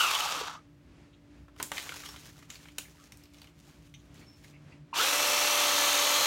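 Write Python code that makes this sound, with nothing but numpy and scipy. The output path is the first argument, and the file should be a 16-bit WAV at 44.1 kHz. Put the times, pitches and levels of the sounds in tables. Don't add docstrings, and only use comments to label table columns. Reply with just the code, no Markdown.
import sys
import numpy as np
from scipy import signal
from scipy.fft import rfft, irfft, next_fast_len
from scipy.io import wavfile
from scipy.ndimage import uniform_filter1d, map_coordinates

SR = 44100
rng = np.random.default_rng(int(sys.argv[2]) if len(sys.argv) > 2 else 0)


def generate_wav(sig):
    pcm = np.round(np.clip(np.atleast_2d(sig).T, -1, 1) * 32767).astype(np.int16)
    wavfile.write(sys.argv[1], SR, pcm)


N = 276066
T = np.arange(N) / SR


def amp(db):
    return 10 ** (np.asarray(db) / 20)


def unit(x):
    return x / np.sqrt(np.mean(x ** 2) + 1e-20)


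def along(points, hz):
    f, v = np.transpose(points)
    return np.interp(np.log(hz + 1), np.log(f + 1), v)


def over_time(points):
    return np.interp(T, *np.transpose(points))


def ramp(start, length):
    return np.clip((T - start) / length, 0, 1)


def swell(start, length):
    return np.sin(np.pi * ramp(start, length))


def wobble(rate):
    knots = rng.standard_normal(int(N * rate / SR) + 4)
    fine = np.arange(8 * len(knots)) / 8
    return np.interp(T * rate, fine, map_coordinates(knots, [fine]))


def noise():
    return rng.standard_normal(N)


def tone(hz):
    return np.sqrt(2) * np.sin(2 * np.pi * (np.cumsum(hz) / SR + rng.random()))


def narrow(hz, width_hz):
    phase = 2 * np.pi * np.cumsum(hz) / SR
    return wobble(width_hz) * np.cos(phase) + wobble(width_hz) * np.sin(phase)


def filtered(x, response):
    m = next_fast_len(N + SR // 2)
    return irfft(rfft(x, m) * response(np.fft.rfftfreq(m, 1 / SR)), m)[:N]


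def coloured(x, points):
    size = 2048
    cepstrum = irfft(np.log(amp(along(points, np.fft.rfftfreq(size, 1 / SR)))))
    cepstrum[1:size // 2] *= 2
    cepstrum[size // 2 + 1:] = 0
    ring = irfft(np.exp(rfft(cepstrum)))
    return signal.fftconvolve(x, ring / np.linalg.norm(ring))[:N]


def resonances(x, modes):
    def response(f):
        return sum(amp(db) * 1j * f * w / (c * c - f * f + 1j * f * w) for c, w, db in modes)
    return filtered(x, response)


def steadied(x):
    return x / np.sqrt(np.abs(uniform_filter1d(x ** 2, size=2200)) + 1e-6)


def decaying(x, life_s):
    return signal.lfilter([1], [1, -np.exp(-1 / (life_s * SR))], x)


def cluster(hz, t, count=6):
    spread = 0.07
    modes = hz * (1 + spread * (np.linspace(-1, 1, count) + rng.normal(0, 0.23, count)))
    return np.sin(2 * np.pi * (modes[:, None] * t + rng.random((count, 1)))).sum(axis=0) / np.sqrt(count)


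COAST_HZ, STOP_S, DRAG_S = 212.9, 0.625, 2.0
TRIGGER_S, SPIN_UP_S = 4.929, 0.049
# time in seconds, motor speed in turns per second.
FREE_SPEED = [(5.2, 295), (5.65, 294.5), (5.78, 291.5), (6.26, 293)]


def motor_speed():
    coasting = COAST_HZ * np.expm1(np.maximum(STOP_S - T, 0) / DRAG_S) / np.expm1(STOP_S / DRAG_S)
    closing_in = 1 - np.exp(-np.maximum(T - TRIGGER_S, 0) / SPIN_UP_S)
    return coasting + over_time(FREE_SPEED) * closing_in


# time in seconds, change of chain force in dB,
# pitch of the clank in Hz, clank level in dB.
SLAPS = [(.008, 2.5, 3000, -26), (.039, 0, 1262, -16.5), (.079, 2, 2700, -22), (.114, 5.5, 1210, -27),
         (.138, 3, 1020, -34), (0.153, 2.5, 3280, -20.5), (.206, 5, 2890, -26), (.261, 1.5, 820, -29),
         (.325, 7, 3600, -33), (.374, 0, 312, -39.5), (.415, 5, 457, -34), (0.479, 1, 1240, -45),
         (4.932, -11, 1000, -30), (4.936, -3, 2630, -31.5)]


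def chain_slaps(driven):
    slap_db = sum(db * np.exp(-((T - at) / 0.0036) ** 2) for at, db, _, _ in SLAPS)
    unevenness_db = 0.33 * wobble(130) + (1 - driven) * wobble(70)
    return amp(slap_db + unevenness_db - 0.99 * (0.5 - driven))


def clanks():
    t = np.arange(SR // 8) / SR
    t60_s = 0.059
    fade = amp(-60 * t / t60_s) * (1 - np.exp(-t / 0.0015))
    bar = np.zeros(N)
    for s, _, hz, db in SLAPS:
        start = round(max(s - 0.003, 0) * SR)
        bar[start:][:len(t)] += amp(db) * fade * cluster(hz, t)
    return bar


def link_blows(sprocket_hz):
    turns = np.cumsum(sprocket_hz) / SR
    links = np.flatnonzero(np.diff(np.floor(12 * turns)))
    blows = np.zeros(N)
    blows[links] = amp(3.0 * np.clip(noise()[links], -2, 2))
    return steadied(decaying(blows, life_s=0.0025) + 0.96)


SWING_AT_S, SWING_S, SURGE_S = 5.15, 0.6, 0.049
CHAIN = {"ring": (-32.5, 0.48, -37, 2.5, 2), "clack": (-30.5, 1.2, -37, 3.5, 0),
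         "clatter": (-30, 1.02, -37.5, 7, 4.5), "hiss": (-28.5, 1.07, -33, 2, 1)}
# time in seconds, change of coasting level in dB.
CHAIN_SWING = [(0, -2), (.28, -0.5), (.41, 0), (.44, -4), (.48, 1), (.52, -4.5), (.565, -4.5), (.595, -18)]


def chain_gain(name, pace):
    coast_db, power, driven_db, surge_db, swing_db = CHAIN[name]
    age = np.maximum(T - TRIGGER_S, 0) / SURGE_S
    loose_db = coast_db + over_time(CHAIN_SWING)
    powered_db = driven_db + surge_db * age * np.exp(1 - age) + swing_db * ramp(SWING_AT_S, SWING_S)
    return amp(np.where(T < TRIGGER_S, loose_db, powered_db)) * pace ** power


# centre in Hz, width in Hz, relative level in dB.
BAR = [(930, 150, -1.5), (1167, 230, 4), (1271, 46, -1), (1477, 44, -20)]


def bar_ringing(force, pace):
    bar = resonances(force * noise(), BAR)
    bar = filtered(bar, lambda f: f ** 2 / (f ** 2 + 450 ** 2) / (1 + (f / 2200) ** 4))
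    return chain_gain("ring", pace) * steadied(bar)


# frequency in Hz, relative level in dB per Hz.
CLACK = [(200, -65.5), (600, -19), (1500, -19), (1950, -13.5), (2350, -3.5), (2680, 1), (2950, -5.5),
         (3400, -9), (6000, -18.5), (16000, -43.5)]
# frequency in Hz, relative level in dB per Hz.
CLATTER = [(600, -48.5), (2300, -22.5), (2850, -3.5), (3200, 1.5), (3700, 1), (4100, -3), (4500, -3),
           (4950, -6.5), (6500, -24), (16000, -65.5)]


def link_rattle(force, pace):
    clack = chain_gain("clack", pace) * coloured(force * noise(), CLACK)
    clatter = chain_gain("clatter", pace) * coloured(force * noise(), CLATTER)
    return clack + clatter


def chain_rub(slap, shaft_hz, sprocket_hz):
    motor_pulse = 1 + 0.14 * tone(shaft_hz) + 0.065 * tone(2 * shaft_hz)
    sprocket_pulse = 1 + 0.074 * tone(sprocket_hz) + 0.1046 * tone(2 * sprocket_hz)
    return slap * motor_pulse * sprocket_pulse


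SOFT_HZ, SOFT_POWER = 7650, 0.69
# frequency in Hz, relative level in dB per Hz.
HISS = [(1500, -42), (4000, -10.5), (5000, -5.5), (5600, 0), (6700, -1), (7900, -4.5), (9000, -6.5),
        (9800, -6), (10400, -11.5), (11200, -6), (13500, -8.5), (16000, -13)]


def chain_hiss(rub, pace):
    hiss = coloured(rub * noise(), HISS)
    dull = filtered(hiss, lambda f: 1 / (1 + (f / SOFT_HZ) ** 6))
    return chain_gain("hiss", pace) * (dull + pace ** SOFT_POWER * (hiss - dull))


GEAR_DB, GEAR_SLACK_DB = -38.25, 4.5
CRITICAL_HZ, CRITICAL_WIDTH_HZ, CRITICAL_DB, GEAR_POWER_DB = 220, 44, 7.5, 10


def gear_rattle(shaft_hz, pace, driven, slap):
    off_centre = 0.68 * narrow(6 * shaft_hz, width_hz=170)
    teeth = (0.95 - 0.35 * driven) * narrow(7 * shaft_hz, width_hz=190) + off_centre
    mesh = amp(-4.0) * teeth * (1 - 0.5 * driven) + amp(-11.0) * resonances(teeth, BAR)
    mesh += amp(7.5 - 12.4 * driven) * pace ** 2 * narrow(14 * shaft_hz, width_hz=400)
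    critical = np.exp(-((shaft_hz - CRITICAL_HZ) / CRITICAL_WIDTH_HZ) ** 2)
    critical_db = (CRITICAL_DB + GEAR_POWER_DB * driven) * critical
    gear = amp(GEAR_DB + critical_db + GEAR_SLACK_DB * (1 - driven)) * pace ** 1.3 * slap * mesh
    return filtered(gear, lambda f: f ** 4 / (f ** 4 + 400 ** 4))


# frequency in Hz, relative level in dB per Hz.
HOUSING = [(100, -51), (190, -27), (260, -9), (450, -5), (650, -2.5), (900, 0), (1300, -5.5), (1750, -3.5),
           (2200, 0), (3200, -19), (9000, -41.5)]


def housing_roar(force, pace, driven):
    level = amp(-38) * (1 - driven) + amp(-36.5) * driven
    return level * pace ** 1.1 * coloured(force * noise(), HOUSING)


# frequency in Hz, relative level in dB per Hz.
GARDEN = [(20, -34), (40, -14.5), (62, -3), (100, -3), (160, -8), (250, -5.5), (380, -12), (600, -20),
          (900, -20), (2500, -23.5), (3600, -28), (7000, -34.5), (11000, -45), (16000, -61.5)]
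# frequency in Hz, relative level in dB per Hz.
RUMBLE = [(25, -30.5), (60, 0), (110, -3.5), (160, -1), (210, -18), (500, -47.5)]
# time in seconds, mean level in dB.
RUMBLE_LEVEL = [(0, -66), (0.6, -64.5), (0.8, -59.5), (1.1, -64), (1.3, -62.5), (1.7, -63), (2.35, -59.5),
                (2.7, -65.5), (3.6, -66), (3.88, -57.5), (4.05, -59.5), (5.0, -68.5)]


def town_rumble():
    air = amp(-61.5 + 2.2 * wobble(8.7)) * coloured(noise(), GARDEN)
    rumble = amp(over_time(RUMBLE_LEVEL) + 2.3 * wobble(15)) * coloured(noise(), RUMBLE)
    return air + rumble


# mean pitch in Hz, mean level of the tone in dB rms.
HUM = [(59, -71), (159, -68), (291, -64.5), (350, -77), (582, -79), (640, -82)]


def machine_hum():
    hum = np.zeros(N)
    for hz, db in HUM:
        line = tone(hz + 1.23 * wobble(12)) + 0.34 * narrow(np.full(N, hz), 21.86)
        hum += amp(db + 2.1 * wobble(9)) * line
    return hum


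def chain_squeal():
    start_s, length_s = 0.525, 0.08
    hz = 1000 + (1350 - 1000) * ramp(start_s, length_s)
    level = amp(-53 + 2.2 * wobble(89)) * swell(start_s, length_s)
    return level * tone(hz * (1 + 0.025 * wobble(220)))


# start in seconds, pitch in Hz, level in dB, length in seconds,
# level of the octave above in dB relative to the main pitch.
SQUEAKS = [(1.124, 3310, -64.5, 0.033, -18), (2.851, 2010, -54, 0.012, -13), (2.974, 1250, -63, 0.075, -22),
           (3.938, 3040, -55, 0.021, -4), (3.985, 3350, -69, .03, -2), (4.165, 3900, -66, 0.041, -15),
           (4.205, 2200, -62, 0.038, -5), (4.439, 1894, -54.5, .014, -19), (4.524, 2410, -61, 0.056, -19),
           (4.715, 2330, -56.5, 0.026, -17)]


def squeak(s, hz, db, length, octave_db):
    pitch = hz * (1 + 0.06 * (ramp(s, length) - 0.5))
    width_hz = 0.16 * hz ** 2 / 1000
    rasp = narrow(pitch, width_hz) + amp(octave_db) * narrow(2 * pitch, 0.35 * hz)
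    return amp(db) * swell(s, length) * rasp


def squeaks():
    return sum(squeak(*row) for row in SQUEAKS)


STICK_T60_S, STICK_DAMPING = 0.042, 0.1
# frequency in Hz, relative level in dB per Hz.
THUD = [(100, -29), (300, -6.5), (600, -4), (1100, 2), (1500, 1.5), (2500, -11), (8000, -92)]
# centre in Hz, width in Hz, relative level in dB.
WOOD = [(1160, 66, -6), (1310, 90, -8), (2180, 120, -3), (2500, 250, 0), (2970, 590, 2.5),
        (3640, 400, -5.5)]
# frequency in Hz, relative level in dB per Hz.
SNAP = [(1500, -6.5), (3800, -4.5), (5500, -2), (7000, 1.5), (8200, 0.5), (9200, -0.5), (10400, -5),
        (11600, -2), (16000, -5.5)]
# start in seconds, then relative levels in dB
# of crack, thud and snap, then the stick's own pitch in Hz.
KNOCKS = [(1.482, -62, -50, -76, 1310), (1.562, -57, -50, -57, 1310), (1.6, -36, -26, -44, 960),
          (1.627, -35, -50, -19, 1880), (1.7168, -32, -27.5, -31.5, 560), (1.734, -47, -49, -35, 1510),
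          (1.77, -36, -45, -54, 2240), (1.78, -29, -40, -44, 2020), (1.826, -49, -55, -35.5, 3930),
          (1.862, -45, -41, -47, 1720), (1.892, -34.5, -35, -54, 2260), (1.921, -39.5, -44, -59, 1450),
          (1.969, -49, -55, -48.5, 2100), (2.035, -45, -40, -60, 2130), (2.058, -41, -42, -41.5, 3120),
          (2.089, -48.5, -39.5, -36, 5330), (2.141, -51, -45, -60, 915), (2.161, -48, -43, -60, 2220),
          (2.425, -53.5, -51, -70, 1920), (2.502, -37.5, -72, -39, 6710), (2.556, -47, -65, -47.5, 4540),
          (2.655, -53, -47, -70, 2300), (2.685, -47.5, -55, -61, 2210), (2.7832, -31, -38, -19, 2740),
          (3.121, -47, -72, -41.5, 5830), (3.172, -68, -73, -47, 6060), (3.237, -56, -64, -47, 5430),
          (3.255, -57, -70, -58, 4100), (3.344, -59, -72, -66, 3440), (3.384, -54, -70, -58, 5800),
          (3.417, -49.5, -54, -47, 4350), (3.442, -56, -54, -58, 2446), (3.472, -55, -66, -68, 2900),
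          (3.668, -61, -75, -55, 5240), (3.94, -52, -70.5, -72, 2200), (4.143, -65, -75, -49.5, 6540)]


def knocks():
    t = np.arange(SR // 8) / SR
    bursts = np.zeros((4, N))
    for s, crack_db, thud_db, snap_db, hz in KNOCKS:
        khz = hz / 1000
        decay = amp(-60 * t / (STICK_T60_S / khz ** STICK_DAMPING))
        fade = (0.63 * decay + 0.72 * amp(-60 * t / 0.006)) * (1 - np.exp(-t / 0.00055))
        fractures = np.clip(unit(uniform_filter1d(rng.standard_normal(len(t)), size=24)), -2, 2)
        grit = amp(5 * fractures * (0.5 - np.exp(-t / 0.0066)))
        levels = amp([[thud_db], [crack_db], [snap_db]])
        crunch = levels * fade * unit(grit) * rng.standard_normal((3, len(t)))
        crunch[2] *= np.exp(-t / 0.0045)
        clack = amp(crack_db + 1.0) * decay * cluster(hz, t)
        bursts[:, round(s * SR):][:, :len(t)] += np.vstack([crunch, clack])
    thud, crack, snap, sticks = bursts
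    branch = amp(10.5) * resonances(crack, WOOD)
    return coloured(thud, THUD) + branch + coloured(snap, SNAP) + sticks


RUSTLE_ATTACK_S, RUSTLE_LIFE_S = 0.027, 0.54
SETTLE_FROM_S, SETTLE_TO_S, SETTLE_DB, SETTLE_DB_PER_S, SETTLE_SWING_DB = 2.313, 4.63, -65, 5, 6.5
# time of full level in seconds, relative level in dB,
# hold in seconds, fade in dB per second.
RUSTLES = [(1.6, -50, 0.041, 101), (1.757, -45.5, 0.15, 30), (2.51, -55, 0.024, 124),
           (2.78, -65, 0.011, 156), (2.26, -65, 0.033, 300), (2.97, -70, 0.026, 120),
           (3.355, -68.5, 0.045, 120), (4.161, -60.5, 0.037, 246)]


def leaf_motion():
    sweeps = np.zeros(N)
    for s, db, hold, fade_db in RUSTLES:
        level = amp(db - fade_db * np.maximum(T - s - hold, 0))
        rise = ramp(s - RUSTLE_ATTACK_S, RUSTLE_ATTACK_S)
        sweeps += level * rise * (1 - ramp(s + RUSTLE_LIFE_S, RUSTLE_ATTACK_S))
    settling_db = SETTLE_DB - SETTLE_DB_PER_S * (T - SETTLE_FROM_S) + SETTLE_SWING_DB * wobble(15)
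    settling = amp(settling_db) * (ramp(SETTLE_FROM_S, 0.076) - ramp(SETTLE_TO_S, 0.1))
    return sweeps + settling


def twigs(count, pitch_hz, cycles):
    t = np.arange(SR // 50) / SR
    start, size = rng.random(count)[:, None], rng.random((count, 1))
    hz = np.minimum(pitch_hz * np.exp(0.368 * rng.standard_normal((count, 1))), SR / 4)
    taps = amp(-16 * size) * np.exp(-t * hz / cycles) * np.sin(2 * np.pi * hz * t)
    at = (start * N).astype(int) + np.arange(len(t))
    return unit(np.bincount(at.ravel(), taps.ravel(), N)[:N])


# frequency in Hz, relative level in dB per Hz.
LEAVES = [(150, -21), (400, -7), (1400, -7.5), (2400, -4), (3500, -5), (5000, -5.5), (6500, -5),
          (8500, -11.5), (13800, -15.5), (16000, -18)]


def leaves():
    ticks = (rng.random(N) < 520 / SR) * amp(4.7 * np.minimum(rng.exponential(size=N), 2.5))
    crinkle = decaying(ticks, life_s=0.001) * noise()
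    brushing = unit(unit(crinkle) + 0.99 * noise()) * amp(2.9 * wobble(70))
    taps = twigs(count=1000, pitch_hz=2230, cycles=3.2)
    return leaf_motion() * (amp(-2.5) * coloured(brushing, LEAVES) + amp(-10) * taps)


def debris():
    per_s, smallest_db, spread_db = 77, -3, 4.5
    ticks = (rng.random(N) < per_s / SR) * amp(smallest_db + spread_db * rng.random(N))
    crackle = decaying(ticks, life_s=0.0014) * noise()
    return leaf_motion() * coloured(crackle, LEAVES)


# start in seconds, length in seconds, settled pitch in Hz, level in dB.
BIRD = [(2.048, 0.087, 5430, -55), (4.256, 0.057, 5300, -61), (4.302, 0.076, 5350, -67)]


def bird():
    quaver = 0.009 * wobble(200)
    notes = np.zeros(N)
    for s, length, hz, db in BIRD:
        drop = 0.044 * np.exp(-np.abs(T - s) / 0.0207)
        notes += amp(db) * swell(s, length) * tone(hz * (1 + quaver + drop))
    return notes


def low_drone():
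    start_s, length_s, edge_s = 4.405, 0.466, 0.028
    held = ramp(start_s, edge_s) - ramp(start_s + length_s - edge_s, edge_s)
    return amp(-55 + 3.4 * wobble(16)) * held * tone(146.5 + 2.04 * wobble(16))


# multiple of the shaft rate, level in dB rms before the speed factor,
# change as the bar swings round in dB.
WHINE = [(1, -53, 2), (2, -42.5, 0.5), (4, -49.5, 2), (6, -53.5, 5.5), (7, -57.5, 11), (8, -44.5, -2),
         (9.08, -41, -5), (14.04, -63, 8), (15, -46, 3.5), (19.18, -52, -2)]


def motor_whine(shaft_hz, sprocket_hz, pace, driven):
    swing = ramp(SWING_AT_S, SWING_S)
    whine = amp(-49.5 + 2.6 * wobble(25)) * tone(12 * sprocket_hz * (1 + 0.0098 * wobble(30)))
    for order, db, swing_db in WHINE:
        hz = order * shaft_hz * (1 + 0.0014 * np.sqrt(order) * wobble(60))
        whine += amp(db + swing_db * swing + 0.56 * wobble(14)) * tone(hz)
    return whine * pace ** 3 * driven


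# time in seconds, pitch in Hz, level in dB before the chain slaps.
BAR_RING = [(4.95, 2800, -43), (5.0, 3200, -33), (5.07, 3700, -51), (5.55, 3400, -49), (5.69, 3200, -34),
            (5.77, 3550, -51), (5.95, 3650, -35.5), (6.08, 3950, -45), (6.2, 4130, -33), (6.26, 4150, -34)]


def lifted_bar_ring(slap, driven):
    when, hz, db = np.transpose(BAR_RING)
    ring = narrow(np.interp(T, when, hz), width_hz=420)
    return driven * slap * amp(np.interp(T, when, db)) * ring


# time in seconds, pitch in Hz.
WHIRR_PITCH = [(4.95, 5110), (5.08, 5793), (5.33, 5740), (5.62, 6153), (5.95, 6500), (6.26, 6530)]
# share of that pitch, width in Hz, level in dB before speed and rub,
# change as the bar swings round in dB.
WHIRR = [(0.485, 518, -44, 4.5), (1, 954, -40, 2.5)]


def chain_whirr(rub, pace, driven):
    swing, hz = ramp(SWING_AT_S, SWING_S), over_time(WHIRR_PITCH)
    bands = sum(amp(db + swing_db * swing) * narrow(share * hz, width)
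                for share, width, db, swing_db in WHIRR)
    return driven * pace * rub * bands


def saw():
    shaft_hz = motor_speed()
    sprocket_hz = shaft_hz / 6.86
    pace = shaft_hz / np.max(shaft_hz)
    driven = ramp(TRIGGER_S, 0.05)
    slap = chain_slaps(driven)
    force = slap * link_blows(sprocket_hz)
    rub = chain_rub(slap, shaft_hz, sprocket_hz)
    chain = bar_ringing(force, pace) + link_rattle(force, pace) + chain_hiss(rub, pace)
    chain += lifted_bar_ring(slap, driven) + chain_whirr(rub, pace, driven)
    chain += clanks() + chain_squeal()
    drive = gear_rattle(shaft_hz, pace, driven, slap) + housing_roar(force, pace, driven)
    return chain + drive + motor_whine(shaft_hz, sprocket_hz, pace, driven)


# frequency in Hz, time to fall 60 dB in seconds.
YARD = [(200, 0.3), (2000, 0.15), (6000, 0.24), (14000, 0.29)]


def yard(x):
    hz, t, z = signal.stft(rng.standard_normal(SR // 2), SR, nperseg=256)
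    tail = signal.istft(z * amp(-60 * t / along(YARD, hz)[:, None]), SR, nperseg=256)[1]
    return signal.fftconvolve(np.pad(x, (200, 0)), tail / np.linalg.norm(tail))[:N]


def wandering(x, rate):
    analytic = signal.hilbert(x, next_fast_len(N))[:N]
    return np.real(analytic * np.exp(1j * 1.32 * wobble(rate)))


def scattered(x):
    split_hz = 2220
    low = filtered(x, lambda f: 1 / np.sqrt(1 + (f / split_hz) ** 8))
    high = filtered(x, lambda f: (f / split_hz) ** 4 / np.sqrt(1 + (f / split_hz) ** 8))
    return wandering(low, rate=150) + wandering(high, rate=800)


def scene():
    tool = saw()
    branch = knocks() + leaves() + debris()
    calls = squeaks() + bird()
    garden = town_rumble() + machine_hum() + low_drone()
    echoes = yard(amp(-13.5) * tool + amp(-4.5) * calls) + amp(-5.5) * scattered(yard(branch))
    return (tool + branch + calls + echoes + garden)[None]


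def record(dry):
    return filtered(dry[0], lambda hz: hz < 15900)[None]


dry = scene()
out = record(dry)
generate_wav(out)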